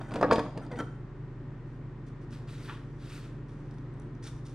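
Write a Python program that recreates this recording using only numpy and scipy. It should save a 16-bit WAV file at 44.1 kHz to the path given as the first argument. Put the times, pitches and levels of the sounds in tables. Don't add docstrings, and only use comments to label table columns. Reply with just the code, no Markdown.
import sys
import numpy as np
from scipy import signal
from scipy.fft import rfft, irfft, next_fast_len
from scipy.io import wavfile
from scipy.ndimage import uniform_filter1d, map_coordinates

SR = 44100
rng = np.random.default_rng(int(sys.argv[2]) if len(sys.argv) > 2 else 0)


def bounce(signal):
    frames = np.transpose(np.atleast_2d(signal))
    limited = np.clip(frames, -1, 1)
    pcm = np.round(limited * 32767).astype(np.int16)
    wavfile.write(sys.argv[1], SR, pcm)


N = 200610

# frequency in Hz, mean level in dB rms.
MOTOR_TONES = [(36, -51), (59, -59.5), (109, -54.5), (119.9, -46), (144.9, -46.5), (289.8, -57.5),
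               (349.5, -62.5), (579.8, -70.5), (1841, -76.5), (2068, -88.5)]
# frequency in Hz, relative density in dB per Hz.
FAN_SPECTRUM = [(20, -17), (45, -17.5), (80, -9.5), (130, 2), (170, -4), (250, -3.5), (370, -5), (450, -12),
                (650, -22), (1000, -19), (1850, -26), (2800, -36), (8500, -53.5), (12000, -76)]
FAN_DB, FAN_WANDER_DB = -47.5, 0.5
# frequency in Hz, left-right likeness from 0 to 1.
DIFFUSE_LIKENESS = [(100, 0.97), (700, 0.93), (1500, 0.75), (3000, 0.53), (6000, 0.21), (12000, 0.17)]
# frequency in Hz, t60 in seconds.
KITCHEN_T60 = [(150, 0.44), (700, 0.55), (3000, 0.5), (8000, 0.55), (14000, 0.23)]
# frequency in Hz, left minus right in dB.
PORT_DIFFERENCE = [(500, 0), (1000, 0), (2000, 1.6), (4000, 0.9), (7000, -0.6), (9000, -1.2), (13000, -2.5)]
TOP_HZ = 15650

# start in seconds, relative knock level in dB,
# favoured knock pitch in Hz, relative click level in dB, favoured click pitch in Hz, relative ring level in dB.
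UTENSIL_CONTACTS = [(0.013, -34.5, 1150, -46.5, 3300, -55), (0.108, -47, 300, -44, 2500, -67),
                    (.118, -33.5, 1200, -47, 3600, -42), (0.1386, -59, 705, -35, 8600, -58),
                    (0.157, -23, 450, -34.5, 2400, -72), (.166, -23, 400, -48, 2400, -72),
                    (.187, -31, 260, -49, 2000, -72), (.212, -17, 760, -42.5, 6500, -65),
                    (0.2276, -12, 697, -32.5, 2000, -64), (.2325, -14, 1220, -40.5, 2420, -58),
                    (.241, -14, 634, -59, 1800, -66), (0.248, -17.5, 458, -56, 1790, -70),
                    (.262, -25.5, 480, -57, 1800, -74), (0.305, -16, 544, -53, 2150, -70),
                    (.311, -10.5, 1140, -27, 3600, -49), (.321, -8.5, 627, -35, 4800, -44.5),
                    (0.3254, -16.5, 700, -26.5, 4800, -51), (.3305, -14.5, 715, -29.5, 6600, -33.5),
                    (.338, -23.5, 484, -49.5, 3700, -51), (.358, -19.5, 298, -31, 2300, -57),
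                    (.382, -16, 221, -45, 2000, -46), (.392, -20, 960, -29, 3080, -61),
                    (0.396, -26, 1780, -44, 4900, -65), (.463, -34.5, 1120, -58.5, 2000, -65),
                    (0.5744, -26, 560, -44, 6500, -58), (.598, -41, 222, -58, 3530, -74),
                    (0.6638, -48.5, 300, -52.5, 5000, -65), (.716, -41, 600, -47, 3800, -72),
                    (.735, -41.5, 800, -57, 2200, -72), (.758, -52, 480, -46, 2000, -73),
                    (.789, -40, 1460, -49, 6200, -74), (.798, -29, 600, -53, 6000, -72),
                    (.8045, -25.5, 340, -42.5, 3200, -69)]
# frequency in Hz, relative level in dB, t60 in seconds.
SINK_MODES = [(189, -28.5, 0.16), (220, 0, 0.36), (263, -16, 0.15), (298.5, 4, 0.15), (390, -13, 0.24),
              (451.4, 0.5, 0.23), (472, -2.5, 0.11), (520, 2.5, 0.16), (553, -4.5, 0.13), (628.7, -2, 0.14),
              (680, -9, 0.16), (729, -4, 0.17), (735.7, -2.5, 0.19), (774, -10, 0.14), (901, -7.5, 0.19),
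              (932, 0.5, 0.11), (1053, -11.5, 0.17), (1121.3, -2.5, 0.16), (1174, -12, 0.14),
              (1252, -4.5, 0.12), (1459, -5, 0.074), (1632, -3.5, 0.091), (1735, -4, 0.092),
              (1855, -14, .11), (1897, -9.5, 0.14)]
# frequency in Hz, relative density in dB per Hz.
THUD_SPECTRUM = [(50, -10.5), (110, -1), (220, -27), (450, 5), (750, -6.5), (1150, -9), (1800, -12.5),
                 (2900, -48), (5000, -27), (9000, -79)]
# frequency in Hz, -6 dB width in Hz, relative level in dB.
CLICK_PEAKS = [(1350, 2060, 7), (2254, 650, 1.5), (3160, 590, -3.5), (4130, 180, -1), (4695, 450, -1),
               (6030, 360, -11), (6840, 440, -7.5), (8650, 310, -5.5), (9080, 430, -13), (10500, 550, -19),
               (12800, 1000, -24), (15140, 900, -25.5)]
# frequency in Hz, relative level in dB, t60 in seconds when free.
CUTLERY_MODES = [(2030, -6, .35), (2180, -7, .3), (2620, -7, .28), (3270, -6, .08), (3400, -6, .08),
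                 (3672, 3, .4), (4270, -4, .06), (4500, -5, .07), (4760, -4, .25), (4813, 2, .38),
                 (4960, -3, .16), (5690, -14, .15), (6002, -9, .3), (6266, -13, .1), (6934, -7, .16),
                 (7050, -8, .2), (8516, -1.5, .09), (8660, -6, .05), (9238, -17, .15), (10330, -17, .28),
                 (11000, -21, .22), (12900, -22, .16), (13400, -26, .16)]
# frequency in Hz, gain in dB.
STEEL_GAIN = [(300, -6), (1200, 0.5), (9000, -2), (11000, -3.5), (15500, -10.5)]
# frequency in Hz, relative density in dB per Hz.
SLIDE_SPECTRUM = [(60, -27), (130, -38), (185, 2.5), (225, -4), (300, 1.5), (380, -14), (480, -12.5),
                  (620, -7.5), (1000, -17), (2000, -35), (4000, -40), (9000, -99)]
KNOCK_FAVOUR_DB, KNOCK_OCTAVES = 8, 0.23
CLICK_FAVOUR_DB, CLICK_OCTAVES = 11, 0.52
DENT_DB, DENT_T60_S = 5, 0.0089
FREE_AT_S, PRESSED_T60_RATIO = 0.3, 0.35
SLIDE_DB, SLIDE_DB_PER_KNOCK_DB = -29, 0.35
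SLIDE_RISE_S, SLIDE_T60_S = 0.038, 0.17

# start in seconds, length in seconds, relative final level in dB,
# swell up to it in dB (negative falls), free ringing relative to that level in dB.
BLADE_DRAGS = [(0, 0.24, -52, 1.5, -14), (0.613, 0.036, -52.5, 0.5, 0), (0.708, 0.038, -55, -4, -10),
               (0.762, 0.027, -44.5, 4, -12), (0.782, 0.018, -36.5, 2, 4.5)]
DRAG_ATTACK_S, DRAG_T60_S = 0.002, 0.023
# frequency in Hz, relative level in dB, t60 in seconds.
BLADE_MODES = [(793, 2, .07), (878, 5, 0.08), (1350, 4.5, 0.2), (1460, 8.5, 0.035), (1760, 1, 0.06),
               (1990, 0, 0.07), (2400, -9, .06), (3137, -6, 0.093), (3656, -12, 0.05), (4640, -17, .06),
               (5480, -17.5, 0.2), (5950, -12, 0.045), (6300, -20, .05), (6980, -15, 0.1),
               (8485, -11.5, 0.11), (10270, -25.5, 0.2), (12300, -29, .15), (13200, -34, .22),
               (14560, -37.5, .15), (15000, -33, .1)]
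JUDDER_AT_S, JUDDER_HOLD_S, JUDDER_HZ, JUDDER_DB = 0.713, 0.043, 479.5, -43.5
JUDDER_HARMONICS = [3, -11.5, -29, -9]

# start in seconds, length in seconds, relative final level in dB, swell in dB.
SLIT_RUBS = [(1.66, .1, -81, 2), (2.06, 0.025, -69, -1), (2.21, 0.033, -76, -4), (2.302, 0.032, -64.5, 0),
             (2.83, 0.17, -77, 4), (3.225, 0.031, -70, 1), (3.48, .31, -79.5, -7),
             (4.222, 0.059, -51.5, 7.5), (4.29, 0.097, -70, 13), (4.447, 0.024, -59.5, 5),
             (4.48, 0.049, -67, -5)]
RUB_ATTACK_S, RUB_T60_S = 0.0063, 0.097
# frequency in Hz, -6 dB width in Hz, relative level in dB.
HELD_BLADE_PEAKS = [(900, 460, -1), (1400, 700, -1.5), (2280, 750, -6.5), (3510, 690, 1), (4650, 580, 0.5),
                    (5270, 270, 3.5), (5880, 340, 4), (6700, 520, 0), (8360, 560, -1.5), (8870, 690, -1),
                    (10100, 610, -9.5), (12500, 1200, -17)]
# start in seconds, length in seconds, relative final level in dB,
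# swell in dB, favoured pitch in Hz.
CUT_SURGES = [(2.315, 0.023, -56, 4, 5030), (2.469, 0.081, -55.5, 1.5, 3300),
              (2.568, 0.091, -54.5, 6, 4560), (2.667, 0.074, -58.5, -2, 3000),
              (2.984, 0.095, -57, 10, 3300), (3.082, .08, -53, 3.5, 2700), (3.166, 0.021, -56.5, -2, 3500),
              (3.226, 0.032, -60.5, -1, 2720)]
CUT_ATTACK_S, CUT_T60_S = 0.015, 0.32
CUT_FAVOUR_DB, CUT_OCTAVES = 1.5, 0.23
CRISP_DB = 2.2
# frequency in Hz, relative density in dB per Hz.
FLESH_SPECTRUM = [(650, -47), (1200, 2), (1750, -1), (2800, -4), (4600, -6), (7000, -13), (9000, -13.5),
                  (11000, -21.5), (13000, -26), (15500, -34)]
# frequency in Hz, relative density in dB per Hz.
FIZZ_SPECTRUM = [(3000, -26), (6000, -13), (9000, -0.5), (13000, -2), (15500, -4)]
FIZZ_DB = -64.5
# frequency in Hz, relative density in dB per Hz.
SHELL_SPECTRUM = [(500, -27), (750, -3.5), (930, 12.5), (1200, 8.5), (1500, 5), (1800, 8.5), (2100, -6),
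                  (2450, 2.5), (2900, -3.5), (3500, -1), (6000, -30), (12000, -37)]
SKIN_AT_S, SKIN_DB = 2.673, -44
SKIN_ATTACK_S, SKIN_HOLD_S, SKIN_T60_S = 0.02, 0.025, 0.24
# start in seconds, relative peak in dB, favoured pitch in Hz.
FIBRE_SNAPS = [(3.494, -57, 3500), (3.709, -53, 3600), (3.741, -56, 2620), (3.783, -54, 3600),
               (3.9384, -61.5, 8600), (3.998, -49, 8900), (4.018, -58, 3700), (4.15, -57, 6300),
               (4.239, -41.5, 5600), (4.2721, -43, 3700), (4.466, -46.5, 6000)]
SNAP_FAVOUR_DB, SNAP_OCTAVES = 8, 0.3
# start in seconds, length in seconds, final level in dB, swell in dB.
COUNTER_BUMPS = [(3.99, 0.05, -51, -4), (4.3, 0.07, -45.5, 3)]
BUMP_ATTACK_S, BUMP_T60_S = 0.025, 0.1
# frequency in Hz, relative density in dB per Hz.
COUNTER_SPECTRUM = [(20, -20), (36, -13), (52, 15), (80, -6), (200, -8), (400, -22), (700, -32),
                    (1500, -55), (4000, -99)]


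def amp(db):
    return 10 ** (np.asarray(db) / 20)


def unit(x):
    return x / np.sqrt(np.mean(x ** 2) + 1e-20)


def along(points, hz):
    f, v = np.transpose(points)
    return np.interp(np.log(hz + 1), np.log(f + 1), v)


def fade(t, t60_s):
    return np.exp(-np.log(1000) * t / t60_s)


def wobble(rate_hz):
    knots = rng.standard_normal(int(N * rate_hz / SR) + 4)
    return map_coordinates(knots, [np.arange(N) * rate_hz / SR])


def add(track, start_s, sound):
    part = track[max(round(start_s * SR), 0):][:len(sound)]
    part += sound[:len(part)]


def filtered(x, response):
    n = x.shape[-1]
    m = next_fast_len(n + SR // 8)
    return irfft(rfft(x, m) * response(np.fft.rfftfreq(m, 1 / SR)), m)[..., :n]


def coloured(x, spectrum):
    return unit(filtered(x, lambda hz: amp(along(spectrum, hz))))


def resonate(x, peaks):
    def response(f):
        return sum(amp(db) * (1j * f * w / (c * c - f * f + 1j * f * w)) ** 2 for c, w, db in peaks)
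    return filtered(x, response)


def ring(modes, t, scatter_db):
    hz, db, t60_s = np.transpose(modes)[:, :, None]
    gain = amp(db + scatter_db * rng.standard_normal(hz.shape)) * rng.choice([-1, 1], hz.shape)
    total = np.sum(gain * np.sin(2 * np.pi * hz * t) * fade(t, t60_s), axis=0)
    return total / np.sqrt(np.sum(amp(db) ** 2) / 2)


def grains(rate_hz, spread_db):
    hits = rng.random(N) < rate_hz / SR
    return unit(hits * rng.choice([-1, 1], N) * amp(spread_db * rng.standard_normal(N)))


def burst(t, t60_s, colour):
    x = colour(rng.standard_normal(len(t)) * fade(t, t60_s))
    x = x * (1 - np.exp(-(t / 0.0003) ** 2))
    return x / np.abs(x).max()


def favour(hz, centre_hz, lift_db, octaves):
    return lift_db * np.exp(-(np.log2((hz + 1) / centre_hz) / octaves) ** 2 / 2)


def strokes(rows, attack_s, t60_s):
    power = np.zeros(N)
    for start_s, length_s, db, swell_db in rows:
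        t = np.arange(N) / SR - start_s
        pressure = amp(db - swell_db * (1 - np.clip(t / length_s, 0, 1)) ** 2)
        decay = fade(np.maximum(t - length_s, 0), t60_s)
        power += (pressure * np.clip(t / attack_s, 0, 1) * decay) ** 2
    return np.sqrt(power)


def wander(x, share, rate_hz):
    return map_coordinates(x, [np.arange(N) + share * SR / rate_hz * wobble(rate_hz)], order=5)


def patchy(x, depth_db):
    z = signal.stft(x, nperseg=256)[2]
    field = uniform_filter1d(rng.standard_normal(z.shape), size=6, axis=0)
    field = uniform_filter1d(field, size=4, axis=1)
    return unit(signal.istft(z * amp(depth_db * unit(field)))[1][:N])


def diffuse(pair):
    def mid_side(hz):
        angle = np.arccos(np.clip(along(DIFFUSE_LIKENESS, hz), -1, 1)) / 2
        return np.array([np.cos(angle), np.sin(angle)])
    mid, side = filtered(pair, mid_side)
    return np.array([mid + side, mid - side])


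def placed(x, lead_us, wet_db):
    half_turns = lead_us / 10 ** 6 * np.array([[-1], [1]])
    direct = filtered(x, lambda hz: np.exp(1j * np.pi * hz * half_turns))
    hz, t, z = signal.stft(rng.standard_normal((2, SR // 2)), SR, nperseg=256)
    envelope = fade(t, along(KITCHEN_T60, hz)[:, None]) * (1 - np.exp(-t / 0.00083))
    tail = signal.istft(z * envelope, SR)[1]
    tail = diffuse(tail / np.linalg.norm(tail[0]))
    return direct + amp(wet_db) * signal.fftconvolve(x[None], tail, axes=1)[:, :N]


def appliances():
    t = np.arange(N) / SR
    hum = np.zeros(N)
    for hz, db in MOTOR_TONES:
        level = amp(db + 0.39 * wobble(1.9)) * np.sqrt(2)
        hum += level * np.sin(2 * np.pi * (hz * t + rng.random()) + 0.035 * wobble(2.1))
    air = coloured(diffuse(rng.standard_normal((2, N))), FAN_SPECTRUM)
    return hum + amp(FAN_DB + FAN_WANDER_DB * wobble(3.0)) * air


def handle_slides():
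    rows = [(start_s - SLIDE_RISE_S, SLIDE_RISE_S, SLIDE_DB + SLIDE_DB_PER_KNOCK_DB * knock_db, 0)
            for start_s, knock_db, *_ in UTENSIL_CONTACTS]
    return strokes(rows, SLIDE_RISE_S, SLIDE_T60_S) * coloured(grains(rate_hz=580, spread_db=0.5), SLIDE_SPECTRUM)


def clatter():
    body, steel, t = np.zeros(N), np.zeros(N), np.arange(SR // 2) / SR
    swell = 1 - np.exp(-t / 0.001)
    for start_s, knock_db, knock_hz, click_db, click_hz, ring_db in UTENSIL_CONTACTS:
        low = lambda hz: favour(hz, knock_hz, KNOCK_FAVOUR_DB, KNOCK_OCTAVES)
        high = lambda hz: favour(hz, click_hz, CLICK_FAVOUR_DB, CLICK_OCTAVES)

        dent = swell * np.sin(2 * np.pi * knock_hz * t) * fade(t, DENT_T60_S)
        sink_modes = [(hz, db + low(hz), t60_s) for hz, db, t60_s in SINK_MODES]
        drum = swell ** 2 * ring(sink_modes, t, scatter_db=2.0)
        thud_spectrum = [(hz, db + low(hz)) for hz, db in THUD_SPECTRUM]
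        thud = burst(t, t60_s=0.026, colour=lambda x: coloured(x, thud_spectrum))
        add(body, start_s, amp(knock_db) * (amp(DENT_DB) * dent + amp(-12.5) * drum + amp(-4.5) * thud))

        click_peaks = [(hz, width_hz, db + high(hz)) for hz, width_hz, db in CLICK_PEAKS]
        click = burst(t, t60_s=0.031, colour=lambda x: resonate(x, click_peaks))
        add(steel, start_s, amp(click_db + 3.0) * click)

        sustain = PRESSED_T60_RATIO if start_s < FREE_AT_S else 1
        modes = [(hz, db + high(hz), sustain * t60_s) for hz, db, t60_s in CUTLERY_MODES]
        add(steel, start_s, amp(ring_db - 12.0) * ring(modes, t, scatter_db=3))
    body += handle_slides()
    steel = filtered(steel, lambda hz: amp(along(STEEL_GAIN, hz)))
    return placed(body, lead_us=47, wet_db=-14.0) + placed(steel, lead_us=17, wet_db=-9)


def scrape():
    catches = grains(rate_hz=1700, spread_db=0.5)
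    pressed_rows = [row[:4] for row in BLADE_DRAGS]
    free_rows = [(start_s, length_s, db + sing_db, swell_db)
                 for start_s, length_s, db, swell_db, sing_db in BLADE_DRAGS]
    slips = catches * strokes(pressed_rows, DRAG_ATTACK_S, DRAG_T60_S)
    free_slips = catches * strokes(free_rows, DRAG_ATTACK_S, DRAG_T60_S)
    blade = ring(BLADE_MODES, np.arange(SR // 2) / SR, scatter_db=1)
    singing = signal.fftconvolve(free_slips, blade / np.linalg.norm(blade))[:N]
    broad_peaks = [(hz, 90 + 0.013 * hz, db) for hz, db, _ in BLADE_MODES]
    pressed = resonate(signal.unit_impulse(SR // 8), broad_peaks)
    rasp = signal.fftconvolve(slips, pressed / np.linalg.norm(pressed))[:N]
    rasp = wander(rasp, share=0.004, rate_hz=50)
    return placed(amp(-10) * singing + amp(-3.0) * rasp + judder(), lead_us=18, wet_db=-9)


def judder():
    turns = np.cumsum(JUDDER_HZ * (1 + 0.035 * wobble(120))) / SR
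    tone = unit(sum(amp(db) * np.sin(2 * np.pi * k * turns) for k, db in enumerate(JUDDER_HARMONICS, 1)))
    return tone * strokes([(JUDDER_AT_S, JUDDER_HOLD_S, JUDDER_DB, -3)], attack_s=0.0028, t60_s=0.089)


def slit_rub():
    blade = unit(resonate(grains(rate_hz=1400, spread_db=3), HELD_BLADE_PEAKS))
    flesh = coloured(grains(rate_hz=3400, spread_db=2), FLESH_SPECTRUM)
    return strokes(SLIT_RUBS, RUB_ATTACK_S, RUB_T60_S) * (blade + amp(-1) * flesh)


def bursting_cells():
    cells = np.zeros(N)
    for *surge, centre_hz in CUT_SURGES:
        pops = patchy(grains(rate_hz=7000, spread_db=3), CRISP_DB)
        tone = lambda hz: amp(along(FLESH_SPECTRUM, hz) + favour(hz, centre_hz, CUT_FAVOUR_DB, CUT_OCTAVES))
        cells += strokes([surge], CUT_ATTACK_S, CUT_T60_S) * unit(filtered(pops, tone))
    return cells


def juice_fizz():
    pressure = strokes([row[:4] for row in CUT_SURGES], CUT_ATTACK_S, CUT_T60_S)
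    spray = coloured(grains(rate_hz=5000, spread_db=3), FIZZ_SPECTRUM)
    return amp(FIZZ_DB) * (pressure / pressure.max()) ** 2 * spray


def skin_crunch():
    gain = strokes([(SKIN_AT_S, SKIN_HOLD_S, SKIN_DB, 0)], SKIN_ATTACK_S, SKIN_T60_S)
    return gain * coloured(grains(rate_hz=2000, spread_db=2.5), SHELL_SPECTRUM)


def fibre_snaps():
    snaps, t = np.zeros(N), np.arange(SR // 20) / SR
    for start_s, db, centre_hz in FIBRE_SNAPS:
        peaks = [(hz, width_hz, level_db + favour(hz, centre_hz, SNAP_FAVOUR_DB, SNAP_OCTAVES))
                 for hz, width_hz, level_db in HELD_BLADE_PEAKS]
        add(snaps, start_s, amp(db - 1.5) * burst(t, t60_s=0.015, colour=lambda x: resonate(x, peaks)))
    return snaps


def counter_push():
    noise = coloured(rng.standard_normal(N), COUNTER_SPECTRUM)
    return strokes(COUNTER_BUMPS, BUMP_ATTACK_S, BUMP_T60_S) * noise


def pepper():
    cut = amp(-2.0) * slit_rub() + amp(-1.0) * bursting_cells() + juice_fizz() + skin_crunch() + fibre_snaps()
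    return placed(cut, lead_us=31.8, wet_db=-8.0) + counter_push()


def scene():
    return appliances() + clatter() + scrape() + pepper()


def record(dry):
    halves = np.array([[0.5], [-0.5]])
    return filtered(dry, lambda hz: amp(along(PORT_DIFFERENCE, hz) * halves) * (hz < TOP_HZ))


dry = scene()
out = record(dry)
bounce(out)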